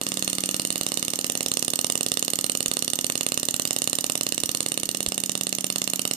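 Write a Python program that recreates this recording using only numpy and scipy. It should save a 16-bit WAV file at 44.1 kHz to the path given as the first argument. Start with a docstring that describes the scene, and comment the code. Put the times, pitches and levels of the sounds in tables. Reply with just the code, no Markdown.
"""A tiny gas-driven piston engine ticks over in a hand-held balsa model aircraft above a workbench.
From the start it is close to the right microphone, turning about 19 times a second. Each turn gives an
exhaust puff, a rattling click of the inlet valve, then a faint tick of play in the crank. As it slows,
its pulses sweep through the low notes of a small room, which hum. From 2.7 s on, the hand softly bumps
the model three times. By the end the engine is down to about 17 turns a second."""
import sys
import numpy as np
from scipy import signal
from scipy.io import wavfile
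from scipy.ndimage import map_coordinates

SR = 44100
rng = np.random.default_rng(int(sys.argv[2]) if len(sys.argv) > 2 else 0)


def wav_record(signal):
    """Record a signal, one row per channel, as 16-bit PCM in the file named by sys.argv[1]."""
    frames = np.transpose(np.atleast_2d(signal))
    bounded = np.clip(frames, -1, 1)
    # unit amplitude maps onto the largest positive 16-bit level
    quanta = np.round(bounded * 32767).astype(np.int16)
    wavfile.write(sys.argv[1], SR, quanta)


N = 271642
TIME = np.arange(N) / SR

# how fast the shaft turns: (time [s], speed [turns per second])
SHAFT_SPEED = [(0.0, 19.033), (0.94, 18.522), (1.73, 18.22), (2.37, 18.521), (2.93, 18.161), (3.83, 17.985),
               (4.73, 17.571), (5.12, 17.259), (5.76, 17.19), (6.16, 16.859)]
# how loud the strokes are as the model is moved about: (time [s], level [dB])
STROKE_LOUDNESS = [(0, -1.1), (1.1, -0.65), (1.7, 1.94), (2.9, 0.25), (3.3, 0.97), (4.3, 0.9), (5.3, -1.5),
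                   (6.1, 1.4)]
# tone of the push of gas: (frequency [Hz], level [dB])
PUSH_TONE = [(20.0, -15.0), (40.0, -15.0), (80.0, -15.0), (150.0, 11.5), (280.0, 8.6), (560.0, 5.4),
             (900.0, 3.9), (1250.0, 5.5), (1600.0, -15.0), (2100.0, -0.6), (3000.0, -4.6), (6000.0, -16.6),
             (15000.0, -36.6)]
# ringing notes of the exhaust port and cylinder: (frequency [Hz], width [Hz], level [dB])
PORT_NOTES = [(1800, 108, -4), (2890, 172, 7.5), (3330, 1230, 0.5), (4370, 690, 0.5), (5354, 440, -6),
              (7210, 700, 0.5), (8540, 460, 6), (9000, 1000, -7.5)]
# tone of the hissing jet: (frequency [Hz], level [dB])
JET_TONE = [(200, -7.5), (1000, -7), (2200, -3), (3000, -10), (5000, 5), (7000, -1), (9700, 5), (10800, -5),
            (12000, 0.5), (13500, -5), (14500, -9), (16000, -48)]
# knocks within one turn: (delay after the exhaust [turns], level [dB], random spread [dB])
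KNOCKS = [(.396, 0, .7), (.414, -4, 1.2), (.423, -3, 1.2), (.436, -5, 1.2), (.465, -17, 2),
          (.642, -14, 1.5), (.656, -20, 2)]
# ringing notes of the valve and cylinder head: (frequency [Hz], width [Hz], level [dB])
HEAD_NOTES = [(2920, 174, 2.5), (4570, 880, -2), (4845, 580, 7), (5740, 2480, 4.5), (6890, 1290, 8.5),
              (8730, 544, 8), (10600, 550, -28), (11390, 620, -1.5), (12300, 410, 2), (13150, 480, 0),
              (14100, 1200, -2.5)]
# dulling at the left microphone, shaded by the case it sits in: (frequency [Hz], level [dB])
LEFT_SHADE = [(100, -6), (550, -4.5), (1200, -0.5), (2800, -13), (4200, -17), (6000, -14.5), (8500, -25),
              (11000, -8.5), (14000, -15)]
# sound thrown past the microphone into the room as the model is turned: (time [s], level [dB])
ROOM_SPILL = [(0, -4.5), (1.1, -6), (1.7, -8.5), (3, -8), (4.5, -8), (6.1, -8)]
# tone of the room's echoes: (frequency [Hz], level [dB])
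ECHO_TONE = [(60, -82), (310, -32), (450, -2.5), (800, 1), (1400, -5), (1900, -5), (2900, -5.5),
             (4200, -3.5), (6300, -1.5), (8500, -7.5), (11000, -2.5), (14000, -2.5), (16000, -14)]
# how long the echoes last: (frequency [Hz], time to fade by 60 dB [s])
ECHO_FADE = [(200, 0.19), (1000, 1), (4000, 0.38), (8000, 0.2), (15000, 0.24)]
# the room's own low notes:
# (frequency [Hz], level [dB], time to fade by 60 dB [s], sign at the microphones [+1 or -1])
ROOM_NOTES = [(145.5, -42.5, 0.16, 1), (189.8, -40.7, 0.4, 1), (231.2, -38.7, 0.17, 1),
              (255.9, -35.9, 0.2, 1), (283.8, -36.0, 0.18, 1), (316.7, -40.0, 0.26, 1),
              (345.7, -50.7, 0.35, 1), (361.2, -44.8, 0.12, 1), (397.9, -53.7, 0.33, 1),
              (421.8, -55.5, 0.45, 1), (458.0, -54.6, 0.43, 1), (532.4, -44.6, 0.13, 1),
              (599.6, -55.0, 0.16, -1), (702.2, -48.9, 0.12, -1)]
# soft bumps of the hand on the model: (time [s], level [dB], frequency [Hz])
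HAND_BUMPS = [(2.68, -40, 45), (4.435, -38, 85), (5.076, -33, 77)]
# tone of the steady rumble and hiss: (frequency [Hz], level [dB])
BACKGROUND_TONE = [(15, -9), (35, -6), (50, -14), (70, -7), (120, -0.5), (300, -4.5), (1500, -15),
                   (4000, -23), (8000, -23), (14000, -25), (15500, -52)]


def gas_push(rebound=0.44, rebound_s=.00105):
    """The exhaust port opens: a push of gas, then a suck as the cylinder empties."""
    opening = late(strokes(0, spread_db=.3, jitter_s=.00001), .00038)
    wave = opening - rebound * late(opening, rebound_s)
    return gain(stroke_db(follow=.6)) * colour(wave, PUSH_TONE)


def exhaust(pop_db=-29, whistle_db=-34, jet_db=-32.5, blow_s=.0023, rebound=.67, round_trip_s=.00126):
    """A pop rings the port and bounces back upside down; a brief jet of gas hisses and whistles."""
    opening = strokes(0, spread_db=.5, jitter_s=.00001)
    t = np.arange(600) / SR
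    puff_shape = np.exp(-(t / blow_s) ** 2) * (1 - np.exp(-t / .00012))
    jet = through(opening, puff_shape) * rng.standard_normal(N)
    cylinder_echo = late(opening, round_trip_s + .00002 * drift(6))
    pop = gain(pop_db) * normalise(ring(opening - rebound * cylinder_echo, PORT_NOTES))
    whistle = gain(whistle_db) * normalise(ring(treble(jet, 5800), PORT_NOTES))
    hiss = gain(jet_db) * normalise(colour(jet, JET_TONE))
    return gain(stroke_db(follow=.74)) * (pop + whistle + hiss)


def valve_and_crank(level_db=-30, scrape_s=.0016):
    """The piston knocks the valve ball, which rattles on its seat; then the loose crank ticks."""
    knocks = sum(gain(db) * strokes(delay, spread, jitter_s=.000015) for delay, db, spread in KNOCKS)
    scrape_shape = np.exp(-np.arange(200) / SR / scrape_s)
    scrape = through(knocks, scrape_shape) * rng.standard_normal(N)
    clicks = ring(normalise(knocks) + normalise(scrape), HEAD_NOTES)
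    return gain(level_db + stroke_db(follow=.83)) * normalise(clicks)


def strokes(delay_turns, spread_db, jitter_s, start_turn=-.2604):
    """One sharp click each time the shaft passes the same point in its turn."""
    turns = start_turn + np.cumsum(curve(SHAFT_SPEED)) / SR - delay_turns
    times = np.interp(np.arange(np.ceil(turns[0]), turns[-1]), turns, TIME)
    size, slip = rng.standard_normal((len(times), 2)).T
    centres = (times + jitter_s * slip)[:, None] * SR
    # spread each click over nearby samples, so it can fall between two of them
    nearby = centres.astype(int) + np.arange(-8, 9)
    shape = np.sinc(nearby - centres) * np.cos((nearby - centres) * np.pi / 18) ** 2
    clicks = gain(spread_db * size)[:, None] * shape
    return np.bincount(np.clip(nearby, 0, N - 1).ravel(), clicks.ravel(), N)


def stroke_db(follow, uneven_db=-.06):
    """A level in dB that partly follows the engine's loudness and wavers slightly."""
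    return follow * curve(STROKE_LOUDNESS) + uneven_db * drift(2.395)


def ring(x, notes):
    """Small metal parts ring briefly and brightly; wider notes die sooner."""
    t = np.arange(512) / SR
    ringing = sum((-1) ** k * gain(db) * width * np.exp(-np.pi * width * t) * np.cos(2 * np.pi * hz * t)
                  for k, (hz, width, db) in enumerate(notes))
    return through(x, ringing)


def direct_and_bench(x, bench_db=-11, bench_s=.0019):
    """Sound arrives straight and bounces off the bench, along a path that sways with the hand."""
    sway_s = .00002 * drift(1.213)
    right = x + gain(bench_db) * late(x, bench_s + sway_s)
    shaded = colour(late(x, .00021), LEFT_SHADE)
    # on the shaded side, treble also bounces in from things nearby
    bounce = gain(curve(ROOM_SPILL)) * late(treble(shaded, 3500), .00081 + 2 * sway_s)
    return np.array([shaded + bounce, right])


def room_echoes(x, level_db=-2, first_wall_s=.0082, early_s=.012, alike_hz=700, size=16000):
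    """Many echoes blur together, the first walls strongest; both microphones get much the same bass."""
    t = np.arange(size) / SR
    echoes = rng.choice([-1., 1.], (2, size)) * (rng.random((2, size)) < 1 / 8)
    onset = np.clip((t - first_wall_s) / .0041 + 1, 0, 1)
    early_boost = 1 + np.exp(-abs(t - first_wall_s) / early_s)
    # split into frequency bands, so each can fade at its own pace
    hz, frame_s, bands = signal.stft(echoes * onset * early_boost, SR, nperseg=256)
    alike = 1 / (1 + (hz[:, None] / alike_hz) ** 2)
    bands[1] = alike * bands[0] + np.sqrt(1 - alike ** 2) * bands[1]
    bands *= gain(-60 * frame_s / look_up(ECHO_FADE, hz)[:, None])
    bands /= np.sqrt(np.sum(abs(bands) ** 2, axis=2, keepdims=True))  # equal energy in each band
    tails = signal.istft(bands, SR, nperseg=256)[1]
    spill = colour(x * gain(level_db + curve(ROOM_SPILL)), ECHO_TONE)
    return np.array([through(spill, tail / np.linalg.norm(tail)) for tail in tails])


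def room_hum(left_db=1.5, right_db=3.5, spill_follow=.38):
    """Each push rings the room's low notes; one swells when a multiple of the shaft speed meets it."""
    t = np.arange(SR // 2) / SR
    notes = sum(sign * gain(db - 60 * t / fade_s) * np.cos(2 * np.pi * hz * t)
                for hz, db, fade_s, sign in ROOM_NOTES)
    build_up = 1 - np.exp(-t / .003)
    pushes = late(strokes(0, spread_db=.3, jitter_s=0), .00015)
    spill = pushes * gain(spill_follow * curve(ROOM_SPILL))
    return through(spill, notes * build_up) * gain([[left_db], [right_db]])


def hand_bumps(rise_s=.0043):
    """The hand shifts its grip: dull thuds that die quickly."""
    t = np.arange(5000) / SR
    shape = t / rise_s * np.exp(1 - t / rise_s)
    thuds = np.zeros(N)
    for start_s, db, hz in HAND_BUMPS:
        tap = signal.unit_impulse(N, round(start_s * SR))
        thuds += gain(db) * through(tap, shape * np.sin(2 * np.pi * hz * t))
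    return thuds


def background(left_db=-54, right_db=-51, alike=.34):
    """The room rumbles and the propeller hisses softly."""
    shared, left, right = (normalise(colour(rng.standard_normal(N), BACKGROUND_TONE)) for _ in range(3))
    noise = alike * shared + (1 - alike) * np.array([left, right])
    return gain([[left_db], [right_db]]) * normalise(noise)


def gain(db):
    """Turns decibels into a number to multiply by."""
    return 10 ** (np.asarray(db) / 20)


def normalise(x):
    """Scales a signal to an average power of 1."""
    return x / np.sqrt(np.mean(x ** 2) + 1e-20)


def curve(rows):
    """Joins the points of a time table, giving a value for every sample."""
    return np.interp(TIME, *np.transpose(rows))


def look_up(rows, hz):
    """Reads between the points of a frequency table, with octaves evenly spaced."""
    row_hz, values = np.transpose(rows)
    return np.interp(np.log(hz + 1), np.log(row_hz + 1), values)


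def through(x, response):
    """Every sample of x sets off its own copy of the response (convolution)."""
    return signal.oaconvolve(x, response)[:N]


def colour(x, tone, size=4096):
    """Filters a sound to give it the tone in a table."""
    hz = abs(np.fft.fftfreq(size, 1 / SR))
    log_gain = np.log(gain(look_up(tone, hz)))
    spectrum = np.exp(np.conj(signal.hilbert(log_gain)))  # rings after a click, never before
    return through(x, np.fft.ifft(spectrum).real[:size // 2])


def treble(x, hz):
    """Keeps the sound above the given frequency."""
    return signal.sosfilt(signal.butter(2, hz, "high", fs=SR, output="sos"), x)


def late(x, seconds):
    """Delays a sound by a steady or changing time."""
    return map_coordinates(x, [(TIME - seconds) * SR], order=3)


def drift(fastest_hz):
    """A slow random wander, about 1 in size."""
    t = np.arange(0, N / SR + 1, 1 / 100)
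    rates = np.geomspace(fastest_hz / 10, fastest_hz, 12)
    waves = sum(np.sin(2 * np.pi * (hz * t + rng.random())) / np.sqrt(hz) for hz in rates)
    return np.interp(TIME, t, normalise(waves))


def scene():
    """The engine, its room and the hand that holds it."""
    engine = gas_push() + exhaust() + valve_and_crank()
    # as the hand moves, one pattern of echoes gives way to another
    angle = drift(1.475)
    walls = room_echoes(engine * np.cos(angle)) + room_echoes(engine * np.sin(angle))
    return direct_and_bench(engine) + walls + room_hum() + hand_bumps() + background()


def record(dry):
    """Cuts off the highest treble, above 16500 Hz."""
    low_pass = signal.firwin(511, 16500, window=("kaiser", 9), fs=SR)
    return signal.oaconvolve(dry, low_pass[None], "same")


dry = scene()
out = record(dry)
wav_record(out)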